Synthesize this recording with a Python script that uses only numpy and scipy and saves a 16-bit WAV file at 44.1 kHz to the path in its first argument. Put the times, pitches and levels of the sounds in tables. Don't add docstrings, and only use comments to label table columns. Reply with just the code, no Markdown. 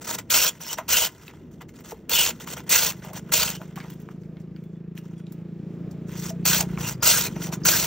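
import sys
import numpy as np
from scipy import signal
from scipy.fft import rfft, irfft
from scipy.io import wavfile
from scipy.ndimage import uniform_filter1d

SR = 44100
rng = np.random.default_rng(int(sys.argv[2]) if len(sys.argv) > 2 else 0)


def gain_from_db(level_db):
    decades = np.asarray(level_db, float) / 20
    return 10 ** decades


def output_pcm(signal):
    pcm = np.clip(np.atleast_2d(signal).T, -1, 1) * 32767
    wavfile.write(sys.argv[1], SR, np.round(pcm).astype(np.int16))


N = 346626


def level(x, db):
    return x * gain_from_db(db) / np.sqrt(np.mean(x ** 2))


def curve(table):
    return gain_from_db(np.interp(np.arange(N) / SR, *np.transpose(table)))


def colour(x, table):
    hz, db = np.transpose(table)
    log_f = np.log(np.arange(N // 2 + 1) * SR / N + 1)
    below = np.clip(np.log(hz[0]) - log_f, 0, 3)
    return irfft(rfft(x) * gain_from_db(np.interp(log_f, np.log(hz), db) - 23 * below), N)


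def ring(x, modes):
    out = 0
    for k, (hz, width, db) in enumerate(modes):
        b, a = signal.iirpeak(hz, hz / width, SR)
        out = out + (-1) ** k * gain_from_db(db) * signal.lfilter(b, a, x)
    return out


def walk(rate):
    hold = int(SR / rate)
    steps = np.repeat(rng.standard_normal(N // hold + 1), hold)
    return 1.14 * uniform_filter1d(uniform_filter1d(steps, hold), hold)[:N]


# (frequency [Hz], level [dB per Hz])
STREET_COLOUR = [(60, -17.5), (100, -14), (164, -8), (258, -12), (385, -15), (500, -22.5), (970, -40.5),
                 (2550, -51.5), (8500, -65), (12000, -70), (15500, -65.5)]
# (time [s], level [dB])
STREET_LEVEL = [
    (0, -44.5),
    (1.2, -50),
    (2.5, -45.5),
    (4, -44),
    (5, -46),
    (6, -37),
    (7.86, -36),
]


def street():
    noise, swell = colour(rng.standard_normal(N), STREET_COLOUR), walk(8.4)
    away_db = np.interp(np.arange(N) / SR, (2.5, 4), (0, -6))
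    bands = 0
    for hz in 57 * 2 ** np.arange(0, 8.6, .5):
        band_db = 1.2 * swell + 2.2 * walk(9) + away_db * (hz < 1000)
        bands = bands + ring(noise, [(hz, hz / 3, 0)]) * gain_from_db(band_db)
    return level(bands, 0) * curve(STREET_LEVEL)


# (time [s], level [dB])
RUMBLE = [
    (0, -60),
    (1.7, -54),
    (3.3, -52.5),
    (5.5, -59.5),
    (6.6, -41.5),
    (7.2, -43.5),
    (7.86, -55.5),
]


def bench():
    t, pushed = np.arange(N) / SR, np.zeros(N)
    for s, length, *_ in CUTS:
        pushed += (t > s) * (t < s + length)
    pushed = uniform_filter1d(pushed, int(.04 * SR))
    shaking = ring(ring(rng.standard_normal(N), [(57.4, 56, 0)]), [(64.3, 65, 0)])
    return level(shaking, 0) * (curve(RUMBLE) + gain_from_db(-47.5) * pushed ** 2)


def contact(rows, rise, fall):
    t, out, extra_db = np.arange(N) / SR, np.full(N, -300.), np.zeros(N)
    for s, length, first, last, extra in rows:
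        part = slice(max(int((s - .1) * SR), 0), int((s + length + .3) * SR))
        times, levels = (s - 1, s, s + length, s + length + 1), (first - rise, first, last, last - fall)
        db = np.interp(t[part], times, levels)
        extra_db[part] = np.where(db > out[part], extra, extra_db[part])
        out[part] = np.maximum(out[part], db)
    return out, extra_db


def gains(fizz_db, ring_db, board_db):
    return uniform_filter1d(gain_from_db(np.array([fizz_db, ring_db, board_db])), size=32)


def patchy(x, db):
    patches = signal.stft(x, nperseg=256)[2]
    shifts = uniform_filter1d(rng.standard_normal(patches.shape), size=5, axis=0)
    shifts = uniform_filter1d(shifts, size=4, axis=1)
    return signal.istft(patches * gain_from_db(db * shifts / shifts.std()), nperseg=256)[1][:N]


# (frequency [Hz], width [Hz], level [dB])
BLOCK = [(2460, 300, 2.5), (2812, 120, 7.5), (3053, 90, 5), (3275, 94, 7), (3534, 260, -1)]
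BOARD = [(477, 41, 0), (622, 78, -2.5), (946, 190, -2), (1413, 200, 1.5), (1600, 433, -3), (2050, 150, -1)]
BLADE = [(4240, 110, -8), (5680, 150, 9), (5940, 90, -2), (7600, 160, 9.5)]


def rub(touch, fizz, chips_per_s, scatter_db, chatter_db, hiss_db, blade_db, patch_db):
    when, side, size = rng.random((3, N))
    chips = (when < chips_per_s / SR) * np.sign(side - .5) * gain_from_db(-scatter_db * np.log(size + .02))
    chatter = gain_from_db(chatter_db * (walk(300) + walk(110) + .7 * walk(45)))
    force = (level(chips, 0) + level(rng.standard_normal(N), hiss_db)) * chatter
    force = patchy(force, patch_db)
    blade = ring(force, BLADE)
    air = level(colour(force, fizz), 0) + level(blade, blade_db)
    parts = [level(air, 3.73), level(ring(force, BLOCK), 0.25), level(ring(force, BOARD), 0.083)]
    return np.sum(touch * parts, axis=0)


# (time [s], length [s], fizz at start [dB], fizz at end [dB], extra ring of block and board [dB])
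SLIDES = [(0.019, .008, -44, -42, -1.5), (.048, .009, -39, -39, -1), (.074, .073, -33, -30, 0.5),
          (0.177, 0.01, -57, -34, 3), (0.611, .12, -43, -33, -1), (0.785, 0.0075, -37, -46, 4.5),
          (1.843, 0.072, -54, -44, -0.5), (2.403, 0.038, -47, -45.5, 1), (2.473, 0.063, -41.5, -38.5, 0),
          (2.571, 0.031, -41.5, -52, 5.5), (2.668, 0.018, -56.5, -54.5, 4.5), (3.025, 0.076, -56, -51, 5),
          (3.135, 0.041, -59.5, -36, 2.5), (3.512, 0.048, -48, -42.5, 1), (6.074, 0.096, -60.5, -47, 2),
          (6.172, 0.13, -43, -39.5, -1.5), (6.686, 0.096, -60, -56, 4.5), (6.787, 0.094, -44, -34, 3),
          (6.876, 0.052, -29.5, -37, 0), (7.354, 0.089, -57, -37.5, 3.5), (7.427, 0.059, -36.5, -41.5, 0),
          (7.523, 0.015, -44, -34.5, 0.5)]
# (time [s], length [s], fizz at start [dB], fizz at end [dB], extra ring of block and board [dB])
RUSTLE = [(1.179, 0.092, -68, -54, -0.5), (1.275, 0.033, -62, -58.5, 6), (1.333, 0.21, -65, -82.5, 2.5),
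          (1.517, 0.081, -66, -75, -2.5), (1.615, 0.0071, -52, -58, 6.5), (1.69, 0.014, -54.5, -64.5, -3),
          (1.74, 0.076, -62.5, -58.5, -1.5), (1.945, 0.14, -69.5, -85, 8), (3.609, 0.13, -58.5, -71, 3),
          (3.765, .17, -54.5, -65, 3.5), (3.959, 0.2, -68.5, -71.5, 1.5), (4.196, 0.086, -74, -76, -6),
          (4.403, 0.018, -66, -75, -8.5), (4.558, 0.24, -77, -83.5, -5), (4.951, 0.031, -81.5, -49.5, 1.5),
          (5.005, 0.21, -69.5, -75.5, 2), (5.262, 0.15, -76.5, -76.5, -0.5), (5.684, 0.073, -80.5, -75, 0),
          (5.914, 0.026, -57, -76, -11), (2.608, .06, -63, -69.5, 2.5), (3.215, 0.12, -73, -64.5, 4),
          (6.338, 0.13, -75.5, -72, -2), (7.561, 0.062, -69, -68, 0)]
# (frequency [Hz], level [dB per Hz])
SLIDE_FIZZ = [(3000, -14), (4600, -5), (5200, -5), (5900, 1), (7000, 0), (9000, -4), (12000, -10),
              (14500, -4), (15700, -4)]


def sliding():
    trickle = [(s + length, .12, -56, -62.5, 0) for s, length, *_ in CUTS]
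    settle = [(s + length, .12, -65.5, -74.5, 0) for s, length, *_ in SLIDES]
    db, body_db = contact(SLIDES + RUSTLE + trickle + settle, rise=2000, fall=900)
    lighter = -30 - db
    touch = gains(db, db + body_db - 9.5 + .2 * lighter, db + body_db - 6 + .27 * lighter)
    return rub(touch, SLIDE_FIZZ, 2000, scatter_db=4.2, chatter_db=1.8, hiss_db=-3, blade_db=-5, patch_db=2.4)


# (time [s], peak [dB], ring [Hz], crack over the ring [dB])
KNOCKS = [(0.051, -43, 945, -1), (0.0718, -32.5, 960, -13), (0.187, -29, 1030, -11.5),
          (0.303, -11.5, 3160, -11.5), (0.615, -38, 920, 8), (0.6464, -29.5, 2500, -12.5),
          (0.7852, -16.5, 1000, -14), (1.9205, -26.5, 870, -10.5), (2.0951, -24.5, 2580, 9),
          (2.4055, -37.5, 1490, -11.5), (2.4747, -25.5, 1426, -8.5), (2.577, -29.5, 2397, -5.5),
          (2.6938, -21.5, 2770, 9), (3.0479, -29, 909, -4.5), (3.1328, -34, 1040, 3.5),
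          (3.1637, -33, 859, -1), (3.3212, -16, 1428, -1.5), (6.454, -34, 1660, 22.5),
          (6.775, -25.5, 1060, -29.5), (7.0266, -18, 1400, -7.5), (7.364, -29.5, 958, -12),
          (7.5259, -25, 1070, -6), (7.6175, -41, 1230, -10), (7.653, -15.5, 1540, 1.5)]
# (time [s], peak [dB], ring [Hz], crack over the ring [dB])
TICKS = [(1.28, -29, 2720, -11), (1.336, -40.5, 855, -19.5), (1.5127, -52.5, 1040, -2.5),
         (1.6167, -37, 950, -8.5), (1.692, -39, 2050, -12), (3.6161, -28, 1453, -13), (3.758, -38, 2330, 4),
         (3.775, -27, 1155, -14), (3.803, -27, 2280, -27), (3.846, -33.5, 900, -26),
         (3.902, -37.5, 2970, 2.5), (4.088, -30, 1167, -36), (4.235, -46.5, 2300, -14.5),
         (4.369, -43.5, 2220, -21), (4.408, -63.5, 855, -1), (4.563, -41, 2320, -15.5),
         (4.638, -50, 2190, -3.5), (4.7566, -54, 1450, -32), (4.953, -54.5, 1970, 4),
         (4.977, -29, 2830, -8), (5.268, -40, 3770, -29), (5.322, -45, 920, 7.5), (5.4594, -55, 877, -26),
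         (5.912, -53, 870, 1), (3.288, -56, 1500, 8), (3.936, -54, 2000, 11.5), (4.0, -56.5, 2000, 11),
         (4.018, -59, 1990, 11), (2.638, -55, 2005, 5)]


def knocks():
    out, t = np.zeros(N + 4096), np.arange(4096) / SR
    for s, db, hz, crack_db in KNOCKS + TICKS:
        noise = rng.standard_normal(4096)
        ratios = np.array([1, 1.4, 2, 0.64, 1.6]) * (1 + 0.02 * rng.standard_normal(5))
        blow = noise * (np.exp(-t / 0.00053) + 0.078 * np.exp(-t / 0.022))
        modes = [(hz * r, hz * r * 0.14, d) for r, d in zip(ratios, (5.5, -2.5, -8.5, 2.5, -14.0))]
        body = ring(blow, modes)
        crack = np.diff(noise, prepend=0) * (np.exp(-t / .003) + 0.8 * np.exp(-t / 0.012))
        hit = 0.93 * body / np.abs(body).max() + gain_from_db(crack_db - 10.5) * crack
        out[int(s * SR):][:4096] += gain_from_db(db) * hit
    return out[:N]


# (time [s], level over the stroke [dB], half length [s])
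CATCHES = [(0.3432, 1.5, 0.0025), (0.35, -0.5, 0.0045), (0.3991, 1, 0.0017), (0.405, 0.5, 0.0037),
           (0.449, 3.5, 0.0029), (0.455, 2, 0.0019), (0.48, 3.5, 0.0038), (0.4934, 7, 0.0026),
           (0.892, 5.5, 0.0013), (0.9707, 6, 0.0018), (0.9828, 3, 0.004), (1.021, 5, 0.004),
           (1.0503, 3.5, 0.004), (2.1292, 0.5, 0.0016), (2.139, -0.5, 0.0045), (2.16, 1, 0.0027),
           (2.179, -0.5, 0.0035), (2.191, 5, 0.0041), (2.2319, 3, 0.0037), (2.2625, 5, 0.0041),
           (2.296, 3.5, 0.0044), (2.308, 6.8, 0.0034), (2.713, 4.5, 0.0037), (2.728, 5, 0.0045),
           (2.761, 3, 0.0045), (2.77, 2, 0.0029), (2.865, 5, 0.003), (2.923, 6.5, 0.0026),
           (3.341, 5, 0.004), (3.358, 4, 0.0016), (3.361, 2, 0.002), (3.3813, 0.5, 0.0019),
           (3.4, 2.5, 0.0029), (3.4216, 6.5, 0.0023), (3.432, 6, 0.0045), (3.4571, 4.5, 0.0034),
           (3.482, 2.5, 0.0035), (3.4916, 6, 0.0023), (3.503, 8.5, 0.0031), (3.525, 3.5, 0.00065),
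           (6.463, 8, 0.0037), (6.4853, 4.5, 0.004), (6.516, 4.5, 0.0031), (6.5341, 6.5, 0.0045),
           (6.548, 7.5, 0.0032), (6.609, 9.3, 0.0029), (7.0719, 2, 0.0052), (7.0813, 6.5, 0.0017),
           (7.114, 2.5, 0.0028), (7.128, 2.5, 0.0028), (7.1418, 2, 0.0045), (7.1767, 3.5, 0.005),
           (7.21, 4, 0.0045), (7.688, 4.5, 0.0014), (7.6894, 5.5, 0.0045), (7.7, 1, 0.0034),
           (7.7405, 2.5, 0.003), (7.7475, -2, 0.0022), (7.8, 3, 0.0045), (7.843, 1.5, 0.0025)]


def catches():
    db = np.full(N, -1.5)
    for s, swell_db, half in CATCHES:
        span = np.arange(int(s * SR) - 600, min(int(s * SR) + 600, N))
        db[span] += swell_db * np.exp(-((span / SR - s) / half) ** 2)
    return gain_from_db(db)


# (time [s], length [s], fizz of chips at the peak [dB], sag by the end [dB],
# ring of the block over fizz [dB])
CUTS = [
    (0.302, 0.18, -17, 6, -7),
    (0.883, 0.18, -16.5, 9.5, -7.5),
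    (2.095, 0.2, -17, 11, -5),
    (2.695, 0.21, -16, 12, -8.5),
    (3.321, .19, -17.5, 15, -7),
    (6.454, 0.16, -19, 6, -8.5),
    (7.027, 0.24, -14, 15.5, -9),
    (7.652, 0.2, -17.5, 7, -10),
]
# (time to its peak [s], first bite relative to the peak [dB])
BITES = [
    (0.029, -1.5),
    (0.052, -12.5),
    (0.051, -16),
    (0.025, -7.5),
    (0.022, -5),
    (.02, -6.5),
    (0.036, -6.5),
    (0.022, 1),
]
# (frequency [Hz], level [dB per Hz])
CUT_FIZZ = [(3300, -14), (4200, -3), (5100, -4), (5800, -1), (7200, 1), (8300, -1), (9300, -4), (11000, -7),
            (12400, -7.5), (14700, -1), (15700, -2)]


def cutting():
    bites, runs = [], []
    for (dig, bite), (s, length, peak, sag, block_db) in zip(BITES, CUTS):
        bites.append((s, dig, peak + bite, peak, block_db - 1.5))
        runs.append((s + dig, length - dig, peak, peak - sag, block_db))
    db, block_db = contact(bites + runs, rise=6000, fall=900)
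    block_db = uniform_filter1d(block_db, size=900)
    lighter = -30 - db
    touch = gains(db, db + block_db + 1.4 + .21 * lighter, db - 7 + .44 * lighter) * catches()
    return rub(touch, CUT_FIZZ, 3000, scatter_db=4.0, chatter_db=1.35, hiss_db=-5, blade_db=-9, patch_db=1.9)


# (time of the middle [s], length [s], frequency [Hz], level [dB])
SINGS = [(0.345, 0.021, 3260, -24.5), (0.351, 0.04, 2790, -27), (0.361, 0.068, 5570, -27),
         (0.375, 0.087, 5500, -28.5), (0.386, 0.058, 2840, -29.5), (0.429, 0.044, 6020, -27),
         (0.426, 0.058, 7200, -29.5), (0.438, 0.096, 5510, -25.5), (0.486, 0.026, 7110, -28),
         (0.476, 0.055, 3270, -30.5), (0.945, 0.034, 1480, -27.5), (0.954, 0.064, 2840, -24),
         (0.994, 0.079, 3090, -29.5), (1.036, 0.06, 3010, -28.5), (2.128, 0.037, 4390, -26.5),
         (2.147, 0.054, 3510, -25.5), (2.187, 0.065, 2905, -19), (2.191, 0.021, 7970, -27),
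         (2.241, 0.038, 7810, -32), (2.256, 0.028, 7250, -31.5), (2.293, 0.025, 7260, -30.5),
         (2.726, 0.03, 7580, -28.5), (2.746, 0.057, 7670, -32), (2.748, 0.057, 2670, -28),
         (2.773, 0.072, 1550, -30.5), (3.353, 0.052, 7140, -29), (3.357, 0.051, 4360, -30),
         (3.351, 0.055, 7130, -31.5), (3.382, 0.057, 7340, -32.5), (3.426, 0.027, 4600, -28.5),
         (3.435, 0.026, 1405, -32), (6.481, 0.035, 7150, -28), (6.478, 0.041, 4490, -32.5),
         (6.472, 0.041, 4480, -30.5), (6.524, 0.051, 1480, -30), (6.551, 0.028, 3200, -28.5),
         (7.053, 0.057, 1380, -31), (7.063, 0.054, 6120, -28.5), (7.072, 0.025, 7530, -27.5),
         (7.076, 0.051, 2840, -29.5), (7.111, 0.035, 4620, -26.5), (7.118, 0.064, 6370, -29.5),
         (7.146, 0.082, 1484, -29.5), (7.68, 0.039, 6010, -23), (7.665, 0.03, 1550, -29),
         (7.684, 0.037, 4500, -28.5), (7.673, 0.058, 6340, -28.5), (7.713, 0.084, 5940, -28.5),
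         (7.747, 0.041, 5430, -27.5), (7.74, 0.049, 1623, -27),
         (.62, 0.023, 5900, -41), (0.67, .05, 5510, -40.5), (0.71, .05, 3010, -35.5),
               (.73, 0.057, 5810, -38.5), (.8, .04, 5840, -52.5), (3.55, 0.066, 3000, -43),
               (6.753, 0.017, 2670, -54), (6.863, .06, 2750, -34), (6.863, 0.08, 5900, -40),
               (6.85, .05, 7160, -37.5), (6.945, 0.024, 4900, -52), (7.018, 0.013, 5000, -45),
               (.33, .05, 1450, -30), (.45, .06, 1500, -32), (6.62, .06, 690, -35), (6.6, .04, 930, -35),
               (3.62, .04, 600, -42), (7.5, .1, 620, -42), (3.1, 0.11, 630, -44.5),
               (7.265, 0.036, 2500, -35.5), (7.265, .04, 4200, -38), (2.74, .08, 2000, -31),
               (7.37, 0.031, 5900, -49), (7.45, 0.078, 5820, -42.5), (7.54, .03, 6650, -37)]


def singing():
    out, grip = np.zeros(N + 8192), catches() * gain_from_db(2.0 * walk(350))
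    width_hz, stretch = 190, 1.6
    for s, length, hz, db in SINGS:
        n = int(stretch * length * SR)
        tone = ring(rng.standard_normal(8192), [(hz, width_hz, 0)])
        tone = ring(tone, [(hz, 2.5 * width_hz, 0)])[-n:]
        tone = tone / (uniform_filter1d(np.abs(tone), size=150) + .2 * np.abs(tone).mean())
        out[int(s * SR) - n // 2:][:n] += level(tone, db - 1) * np.hanning(n)
    return out[:N] * grip


# (time [s], firings per second [Hz], exhaust level [dB])
BIKE = [(1.199, 24.2, -52.5), (2.849, 25.2, -41.5), (3.458, 25.9, -39.5), (4.098, 26.7, -40),
        (4.999, 27.7, -38), (5.998, 28.7, -35), (6.28, 29.1, -32.5), (6.77, 29.5, -29.5),
        (6.84, 28.3, -35.5), (7.05, 22.8, -44), (7.198, 24.6, -40), (7.27, 25.2, -38), (7.36, 24.2, -31),
        (7.619, 23.3, -32), (7.86, 23.8, -37.5)]
# (frequency [Hz], width [Hz], level [dB])
SILENCER = [(170, 72, 0)]
EXHAUST = [(260, 50, -4), (333, 45, 0), (450, 68, -8)]


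def bike():
    s, hz, db = np.transpose(BIKE)
    t = np.arange(N) / SR
    turns = np.cumsum(np.interp(t, s, hz) * (1 + .003 * walk(25))) / SR + .8
    cycle, phase = turns.astype(int), turns % 1
    puffs = np.diff(cycle, prepend=0) * gain_from_db(1.2 * rng.standard_normal(400))[cycle]
    silencer = ring(ring(ring(puffs, SILENCER), SILENCER), SILENCER)
    pipe = ring(ring(puffs, EXHAUST), [(350, 200, 0)])
    thump = level(silencer, 0) + level(pipe, -12)
    boom = ring(ring(puffs, [(125.5, 20, 0)]), [(114, 90, 0)])
    hiss = ring(rng.standard_normal(N), [(453.6, 300, -18.0), (1500, 560, -19.5), (2450, 720, -20.5)])
    gas = np.exp(-phase / .5) * hiss
    coasting = uniform_filter1d(1. * (t > 6.8) * (t < 7.24), int(.046 * SR))
    boom_db = -13.5 + 15 * coasting
    engine = level(thump, 0) - level(boom, 0) * gain_from_db(boom_db) + level(gas, -32.5)
    return engine * gain_from_db(np.interp(t, s, db)) * np.clip((t - s[0]) / 2.1, 0, 1)


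# (time [s], frequency [Hz], level [dB], time to fade by 60 dB [s])
CLINKS = [(1.928, 452, -28.5, 0.056), (4.64, 3450, -68, 0.25), (4.75, 3460, -68, 0.17),
          (4.982, 2830, -56, 0.16), (5.165, 3380, -67, 0.45), (5.178, 5700, -64, 0.18),
          (5.179, 7110, -64, 0.15), (5.18, 8510, -57.5, 0.16), (5.18, 4850, -64.5, 0.12),
          (6.305, 657, -32.5, 0.14), (7.636, 5030, -36, 0.077)]


def clinks():
    out, t = np.zeros(N + 4096), np.arange(4096) / SR
    for s, hz, db, t60 in CLINKS:
        tone = np.sin(2 * np.pi * hz * t) * np.exp(-np.log(1000) * t / t60)
        out[int(s * SR):][:4096] += gain_from_db(db) * tone * np.minimum(40 * (t[-1] - t), 1)
    return out[:N]


def stall(x, t60_s, wet_db):
    t = np.arange(8192) / SR
    tail = rng.standard_normal(8192) * np.exp(-np.log(1000) * t / t60_s) * (t > .002)
    return x + gain_from_db(wet_db) * signal.fftconvolve(x, tail / np.sqrt(np.sum(tail ** 2)))[:N]


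def scene():
    far = street() + bench() + bike()
    near = stall(sliding() + knocks() + cutting() + singing() + clinks(), .1, -15)
    return np.tile(near + far, (2, 1))


def loosen(x, radians):
    patches = signal.stft(x, nperseg=256)[2]
    turned = patches * np.exp(1j * radians * rng.standard_normal(patches.shape))
    return signal.istft(turned, nperseg=256)[1][:N]


# (frequency [Hz], lead [radians])
PORTS = [(2000, 0), (2750, .3), (3800, .25), (4820, 1.3), (5450, .05), (6200, .85), (7235, 1.57),
         (8960, 2.55), (9150, np.pi), (11150, np.pi), (11400, 3.8), (12400, 4.6), (14100, 5.45),
         (14800, 2 * np.pi)]
# (from [Hz], to [Hz], lean towards silence [no unit])
EDGES = [(8400, 8800, -1), (8800, 9300, 1), (11000, 11500, 1), (11500, 11900, 0)]


def two_ports(x):
    f = np.arange(N // 2 + 1) * SR / N
    half = np.interp(f, *np.transpose(PORTS)) / 2
    treble_cut = np.clip((15800 - f) / 300 + .5, 0, 1) ** 2
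    bass_cut = f ** 2 / (f ** 2 + 45 ** 2)
    heard = rfft(np.tanh(1.3 * x) / 1.3) * treble_cut * bass_cut
    mid = irfft(heard * np.cos(half), N)
    bass = gain_from_db(-17) / (1 + (f / 1150) ** 4) * f / (f + 50)
    side = irfft(heard * 1j * (np.sin(half) + bass), N)
    side = 1.3 * loosen(side, .95)
    loud = np.clip(uniform_filter1d(np.abs(side), size=900) / .012, 0, 1)
    leak_db = np.minimum(-21 + 8 * walk(35) - 10 * loud, -13)
    mid = mid + loosen(side, np.pi) * gain_from_db(leak_db)
    for lo, hi, lean in EDGES:
        edge = np.clip((f - lo) / 160 + .5, 0, 1) * np.clip((hi - f) / 160 + .5, 0, 1)
        mid = mid - irfft(heard * np.cos(half) * edge, N) * np.clip(4 * walk(30) + lean, 0, 1)
    return np.array([mid + side, mid - side])


def low_pass(x):
    return signal.sosfilt(signal.butter(12, 17050, fs=SR, output="sos"), x)


def record(dry):
    mix = two_ports(dry[0])
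    return low_pass(mix)


dry = scene()
out = record(dry)
output_pcm(out)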